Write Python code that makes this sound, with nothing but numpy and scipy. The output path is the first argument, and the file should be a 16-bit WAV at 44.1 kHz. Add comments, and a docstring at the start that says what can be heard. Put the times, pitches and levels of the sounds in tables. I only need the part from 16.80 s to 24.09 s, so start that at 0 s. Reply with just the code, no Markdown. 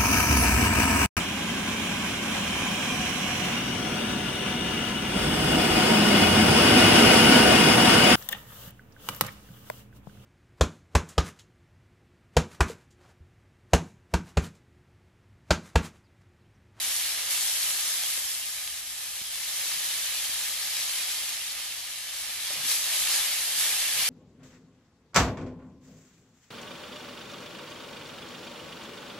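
"""In a small kitchen, shredded vegetables fry in a hot wok; beef strips are tipped on, a plastic spoon turns the heap.
Random clicks make the droplets bursting in oil, noise puffs the loud spits, short resonances the bubbles, and faint
sines a thin shimmer. The sizzle flares when wet food meets bare metal: more bursts a second, in changing registers.
Damped sines make the soft thuds of spoon, plate and one spit; filtered clicks scrape, filtered noise is the burner."""
import sys
import numpy as np
from scipy import signal
from scipy.fft import rfft, irfft, next_fast_len
from scipy.io import wavfile

SR = 44100
rng = np.random.default_rng(int(sys.argv[2]) if len(sys.argv) > 2 else 0)


def materialize(psi):
    """Save the field psi as 16-bit PCM at rate SR to the path in sys.argv[1].

    A 1-D psi becomes a single channel; in a 2-D psi each row is a channel.
    """
    bounded = np.clip(np.atleast_2d(psi).T, -1, 1)
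    quanta = np.round(bounded * 32767).astype(np.int16)
    wavfile.write(sys.argv[1], SR, quanta)


N = 321489
TIME = np.arange(N) / SR  # s


def sizzle():
    """Harder frying means more bursts a second, heard as wet boiling, bubbling juice, frying and fine spray."""
    fry_gain, boil_gain, spray_gain = vigour()
    crowd = fry_gain / np.exp(np.log(fry_gain).mean())
    snaps = bursts(9000 * crowd, spread_db=2.6, largest_db=13)
    snaps = rms_one(snaps / np.sqrt(crowd))  # a denser crowd is not louder yet
    fizz = from_db(-5.0) * bubbles(per_s=5000, cycles=7.8, low_hz=916, high_hz=13520)
    thin_ring = from_db(-8.5) * shimmer(per_s=200, t60_s=0.16, low_hz=2404, high_hz=10490)
    sound = sizzle_colour(kitchen(snaps, t60_s=0.18, wet_db=1.5) + fizz + thin_ring)

    # split into registers
    boil = below(sound, 1600)
    under_fry = below(sound, 2600)
    under_spray = below(sound, 6000)

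    wet = boil_gain * flutter(rate_hz=15, depth_db=0.57) * rms_one(boil)
    wetness = rms_one(boil_gain / fry_gain)
    juice_gain = from_db(-10) * fry_gain * np.sqrt(wetness)  # follows the wet boiling halfway
    juice = juice_gain * flutter(rate_hz=18, depth_db=1.13) * rms_one(under_fry - boil)
    fry_gain = from_db(-3.5) * fry_gain
    fry = fry_gain * flutter(rate_hz=15, depth_db=0.42) * rms_one(under_spray - under_fry)
    spray = spray_gain * flutter(rate_hz=22, depth_db=0.5) * rms_one(sound - under_spray)
    return wet + juice + fry + spray


# Frying vigour while the food lies still, in slow swells and lulls.
# Each row: time in seconds, level in dB before the registers are mixed.
SIMMER = [(0.0, -36), (0.42, -36), (1.0, -36), (1.28, -36), (1.55, -40), (1.8, -41), (2.03, -43),
          (2.3, -41.5), (2.5, -41), (2.8, -36), (3.05, -35.5), (3.7, -36), (4.12, -35), (4.47, -36.5),
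          (4.66, -39), (4.95, -40.5), (5.2, -41.5), (5.52, -38), (5.8, -36.5), (6.6, -35.5), (7.29, -33.5)]
# Wet boiling under the heap; it grows late as the beef sheds juice.
# Each row: time in seconds, level against the simmer in dB.
WETNESS = [(0.0, -13), (1.3, -14.3), (2.3, -14), (3.0, -15), (3.9, -14.5), (4.6, -14.5), (5.6, -13.5),
           (7.29, -12.5)]
# Fine oil spray, the treble; lowest once the beef covers the heap.
# Each row: time in seconds, level against the simmer in dB.
SPRAY = [(0.15, 1.8), (0.43, -2), (0.8, 0.5), (1.6, 0.5), (2.55, -0.2), (3.4, -1.4), (5.7, -2.5), (6.6, 0)]
# Wet food lands on bare metal. Each row: start in seconds, rise in seconds, peak in dB (scale of the simmer),
# fall in dB per second, oil spray against the peak in dB, wet boiling against the peak in dB.
FLARES = [(0.48, 0.036, -37, 11.5, 3, -16), (5.824, 0.088, -31.5, 77, 1.5, -15.5),
          (5.989, 0.17, -34, 24, -1, -16.5), (6.21, 0.13, -31.5, 43, -2, -13),
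          (6.735, 0.065, -32.8, 65, 1, -14.5), (6.8, 0.08, -35.3, 21, -4.5, -16),
          (7.13, 0.058, -33.5, 22, -2.5, -20)]


def vigour():
    """Simmer and flares add in power; gives the gains of frying, wet boiling and oil spray."""
    simmer_db = over_time(SIMMER)
    fry = from_db(simmer_db) ** 2
    boil = from_db(simmer_db + over_time(WETNESS)) ** 2
    spray = from_db(simmer_db + over_time(SPRAY)) ** 2
    for start_s, rise_s, peak_db, fall_db_per_s, spray_db, boil_db in FLARES:
        power = flare(start_s, rise_s, peak_db, fall_db_per_s)
        fry = fry + power
        boil = boil + power * from_db(boil_db) ** 2
        spray = spray + power * from_db(spray_db) ** 2
    return np.sqrt([fry, boil, spray])


def flare(start_s, rise_s, peak_db, fall_db_per_s):
    """The power of one flare: it swells as the food lands and dies as the moisture boils off."""
    age_s = TIME - start_s
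    swell = np.clip(age_s / rise_s, 0, 1) ** 2
    level_db = peak_db - fall_db_per_s * np.maximum(age_s - rise_s, 0)
    return swell * from_db(level_db) ** 2


def bursts(per_s, spread_db, largest_db):
    """Random clicks, many small and few large, each from its own place in the wok; mid and side."""
    born = rng.random(N) < per_s / SR
    size_db = np.minimum(spread_db * rng.exponential(1, N), largest_db)
    sizes = from_db(size_db) * rng.choice([-1, 1], N)
    place = rng.uniform(-1, 1, N) * np.sqrt(3)  # rms 1
    return born * sizes * np.array([np.ones(N), place])


def bubbles(per_s, cycles, low_hz, high_hz, count=40):
    """Bubbles ring for a few cycles; small ones ring higher and shorter, with pitches spaced for an even mix."""
    clicks = bursts(per_s, spread_db=1.0, largest_db=11.0)
    dealt = rng.integers(0, count, N)
    pitches_hz = np.linspace(np.sqrt(low_hz), np.sqrt(high_hz), count) ** 2
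    out = np.zeros((2, N))
    for k, hz in enumerate(pitches_hz):
        out += resonance(clicks * (dealt == k), hz, hz / cycles) / hz ** .25
    return rms_one(out)


def shimmer(per_s, t60_s, low_hz, high_hz):
    """Faint decaying sine tones at random times and pitches, a thin ringing shimmer in the sizzle; mid and side."""
    t = TIME[:SR // 8]
    out = np.zeros((2, N + len(t)))
    for when, pitch, strength, place in rng.random((int(per_s * N / SR), 4)):
        hz = low_hz * (high_hz / low_hz) ** pitch
        tone = strength * np.sin(2 * np.pi * hz * t) * from_db(-60 * t / t60_s)
        at = int(when * N)
        out[:, at:at + len(t)] += tone * np.array([[1], [np.pi * (place - .5)]])
    return rms_one(out[:, :N])


def flutter(rate_hz, depth_db):
    """A gain that wanders at random about 1."""
    knots = rng.standard_normal(N // 100)
    return from_db(depth_db * np.interp(TIME * rate_hz, np.arange(len(knots)), knots))


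# Single loud spits of oil. Each row: start in seconds, crisp snap in dB (before echoes and colour),
# wet pop in dB, pitch of the pop in Hz.
SPITS = [(0.1646, -5, -20, 3200), (0.375, -22, -23, 900), (0.8309, -4, -24, 3200),
         (0.906, -15, -16.5, 2800), (0.9957, -8.5, -11, 3200), (1.1398, -7, -20, 3200),
         (1.2355, -8.5, -22, 1400), (1.3027, -7.5, -20, 3200), (1.376, -11, -17, 2400),
         (1.517, -11, -25, 3200), (1.5507, -10.5, -25, 3200), (1.8764, -15, -14.5, 2200),
         (2.546, -10.5, -28, 3200), (2.859, -22, -24, 900), (2.917, -15, -16, 2800),
         (3.0628, -11, -19, 3200), (3.089, -10, -21, 3200), (3.348, -10, -21, 1500),
         (3.9686, -7, -18, 3200), (4.4925, -7.5, -19, 3200), (5.670, -11.5, -19, 3200),
         (5.8835, -9, -18, 1200), (5.9176, -6.5, -14, 3200), (6.0425, -10, -17, 3200),
         (6.273, -7, -11, 3200)]


def spits():
    """A large drop explodes with a crisp snap; its steam adds a duller pop, deeper when buried in the food."""
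    snaps, pops = np.zeros((2, 2, N))
    for start_s, snap_db, pop_db, pop_hz in SPITS:
        snap = unit_energy(band(puff(t60_s=.0016), 4500, 15000))
        pop = unit_energy(band(puff(t60_s=.0012), pop_hz * .35, pop_hz * 1.8))
        at = round(start_s * SR)
        snaps[:, at:at + snap.shape[1]] += from_db(snap_db) * snap
        pops[:, at:at + pop.shape[1]] += from_db(pop_db) * pop * [[1], [.5]]
    return sizzle_colour(kitchen(snaps, t60_s=0.21, wet_db=-9)) + pops


def puff(t60_s):
    """A spurt of noise that dies within milliseconds; mid and side, each of unit energy."""
    t = TIME[:SR // 25]
    return unit_energy(rng.standard_normal((2, len(t))) * from_db(-60 * t / t60_s))


# Burst spectrum common to both ears. Each row: frequency in Hz, level in dB per Hz.
BURST_MID = [(300, -24), (400, -20), (470, -19.5), (580, -13), (1000, -12.5), (1480, -10), (1640, -4.5),
             (2400, -2.5), (3200, 2), (4100, 2.5), (5500, -1), (9000, -5.5), (11500, -3.5), (12500, -6),
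             (15000, -39)]
# Burst spectrum of the difference between the ears. Each row: frequency in Hz, level in dB per Hz.
BURST_SIDE = [(40, -52), (150, -27.5), (500, -28), (1400, -20), (2200, -8), (3200, -0.5), (5200, -0.5),
              (7500, -5), (9200, -3), (11200, 2), (12200, -0.5), (13400, -5), (15000, -27)]
# Narrow peaks and dips in the colour of the sizzle, from the bowl and nearby reflections.
# Each row: frequency in Hz, width in Hz, lift in dB.
PEAKS_AND_DIPS = [(355, 20, 4), (388, 20, 3.5), (522, 35, 4), (712, 25, 2.5), (797, 45, 4.5), (1036, 45, 3),
                  (1232, 45, 5.5), (1364, 35, 2), (1770, 110, 2.5), (1930, 70, -2), (2062, 55, 4),
                  (2255, 60, 4.5), (3083, 70, 2)]


def sizzle_colour(x):
    """Broad spectra of mid and side; bowl and nearby reflections add narrow peaks and dips to the mid."""
    mid, side = coloured(x[0], BURST_MID), coloured(x[1], BURST_SIDE)
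    ripple = sum((from_db(lift_db) - 1) * resonance(mid, hz, width_hz) for hz, width_hz, lift_db in PEAKS_AND_DIPS)
    return np.array([mid + ripple, side])


def kitchen(clicks, t60_s, wet_db):
    """Every click comes from another spot, so the echoes blur into noise that dies away behind them."""
    r = from_db(-120 / (t60_s * SR))  # decay of power per sample
    energy = signal.lfilter([0, 1 - r], [1, -r], clicks[0] ** 2 + 1e-20)
    return clicks + from_db(wet_db) * np.sqrt(energy) * rng.standard_normal((2, N))


# Soft thuds: knocks of spoon and plate, and at 1.38 s the dull body of a spit.
# Each row: start in seconds, level in dB, pitch in Hz, rise in seconds, t60 in seconds.
THUDS = [(1.3785, -43.5, 520, .0005, .012), (1.38, -56, 240, .002, .03), (2.415, -57, 105, .003, .04),
         (2.416, -50, 215, .001, .013), (2.962, -56, 160, .008, .06), (3.494, -51, 290, .001, .02),
         (5.703, -42, 590, .001, .075), (5.705, -42, 1230, .001, .06), (5.707, -44.5, 780, .002, .09),
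         (5.729, -51, 310, .002, .09), (5.757, -50, 540, .003, .05), (5.769, -49.5, 145, .007, .09),
         (5.79, -45.5, 620, .001, .035), (5.797, -56, 150, .008, .2), (5.834, -51, 190, .003, .06),
         (5.847, -48, 270, .007, .07), (6.078, -47, 750, .001, .05), (6.205, -53, 100, .008, .15),
         (6.221, -42.5, 1050, .001, .03), (7.184, -53, 170, .005, .13), (7.195, -44, 1050, .012, .15)]


def thuds(rustle_db, contact_db):
    """Each is a dull contact click, then a damped sine with a little rustle of noise round its pitch."""
    out, t = np.zeros((2, N)), TIME[:SR // 4]
    for start_s, level_db, hz, rise_s, t60_s in THUDS:
        contact = band(1.0 * (t == 0), hz / 3, hz * 2)
        rustle = from_db(rustle_db) * rms_one(band(rng.standard_normal((2, len(t))), hz / 2, hz * 2))
        envelope = np.minimum(t / rise_s, 1) * from_db(-60 * np.maximum(t - rise_s, 0) / t60_s)
        thud = (np.sin(2 * np.pi * hz * t) * [[1], [0]] + rustle) * envelope
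        thud[0] += from_db(contact_db) * contact / contact.max()
        at = round(start_s * SR)
        out[:, at:at + len(t)] += from_db(level_db) * thud[:, :N - at]
    return out


# The spoon pushes food along the metal. Each row: start in seconds, length in seconds, peak level in dB.
STROKES = [(5.678, 0.21, -57), (6.0, 0.51, -68), (6.67, 0.25, -61), (7.107, 0.16, -53)]


def scrape(low_hz, high_hz, rock_db):
    """The spoon presses and lets go, slips over the metal in small dull jerks and rocks the wok on its stand."""
    pressure = np.zeros(N)
    for start_s, length_s, level_db in STROKES:
        pressure += from_db(level_db) * np.sin(np.pi * np.clip((TIME - start_s) / length_s, 0, 1))
    slips = kitchen(bursts(860, spread_db=5.0, largest_db=11), t60_s=.25, wet_db=-6)
    rub = rms_one(band(slips, low_hz, high_hz))
    rock = rms_one(band(slips, 70, 210))
    return pressure * (rub + from_db(rock_db) * rock) * [[1], [.25]]


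# Spectrum of the burner rumble. Each row: frequency in Hz, relative level in dB per Hz.
BURNER = [(20, -12), (40, -5.5), (62, 6), (85, -1.5), (125, -1.5), (180, -10), (240, -2), (320, -33),
          (600, -8.5), (2000, -45)]
BURNER_DB = -65.5  # rms of the mid


def burner():
    """A steady low rumble of filtered noise; its deepest part is nearly the same in both ears."""
    mid, side = rms_one(coloured(rng.standard_normal((2, N)), BURNER))
    return from_db(BURNER_DB) * np.array([mid, 0.051 * side + 0.5 * band(side, 185, 2000)])


def from_db(db):
    """Decibels to gain."""
    return 10 ** (np.asarray(db) / 20)


def over_time(points):
    """Straight lines through (seconds, value) rows."""
    return np.interp(TIME, *np.transpose(points))


def rms_one(x):
    """Scale so that the first (mid) channel has rms 1."""
    return x / np.sqrt(np.mean(np.atleast_2d(x)[0] ** 2) + 1e-20)


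def unit_energy(x):
    """Scale each channel so that its squares sum to 1."""
    return x / np.sqrt(np.sum(x ** 2, axis=-1, keepdims=True))


def coloured(x, points):
    """Filter by a (Hz, dB) spectrum, interpolated over log frequency."""
    size = next_fast_len(N + SR // 10)
    hz, db = np.transpose(points)
    bins_hz = np.maximum(np.arange(size // 2 + 1) * SR / size, 1)
    gain = from_db(np.interp(np.log(bins_hz), np.log(hz), db))
    return irfft(rfft(x, size) * gain, size)[..., :N]


def band(x, low_hz, high_hz):
    """A gentle band-pass."""
    sos = signal.butter(2, [low_hz, min(high_hz, .45 * SR)], "band", fs=SR, output="sos")
    return signal.sosfilt(sos, x + 1e-18)


def below(x, hz):
    """The part of a sound under a crossover, in phase with the rest."""
    return signal.sosfiltfilt(signal.butter(3, hz, fs=SR, output="sos"), x)


def resonance(x, hz, width_hz):
    """One two-pole resonance with gain 1 on top."""
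    r = np.exp(-np.pi * width_hz / SR)
    zeros = np.array([1, 0, -1]) * (1 - r * r) / 2
    poles = [1, -2 * r * np.cos(2 * np.pi * hz / SR), r * r]
    return signal.lfilter(zeros, poles, x + 1e-18)


# Left minus right. Each row: frequency in Hz, difference in dB.
BALANCE = [(300, 0), (1500, -0.5), (2700, -2), (4200, -0.5), (6000, 1), (11000, 1), (13000, 0)]


def scene():
    """All sources as mid and side, opened out to left and right."""
    food = sizzle() + spits()
    low_sounds = thuds(rustle_db=-9, contact_db=1) + scrape(low_hz=241, high_hz=1010, rock_db=-4)
    mid, side = food + low_sounds + burner()
    side = side + .25 * np.gradient(mid)  # the wok stands slightly left, so the left ear hears it first
    half_tilt = np.array(BALANCE) * [1, .5]
    left = coloured(mid + side, half_tilt)
    right = coloured(mid - side, half_tilt * [1, -1])
    return np.array([left, right])


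CUTOFF_HZ = 15050


def record(dry):
    """The top is cut steeply by an elliptic low-pass."""
    return signal.sosfilt(signal.ellip(12, .1, 80, CUTOFF_HZ, fs=SR, output="sos"), dry)


dry = scene()
out = record(dry)
materialize(out)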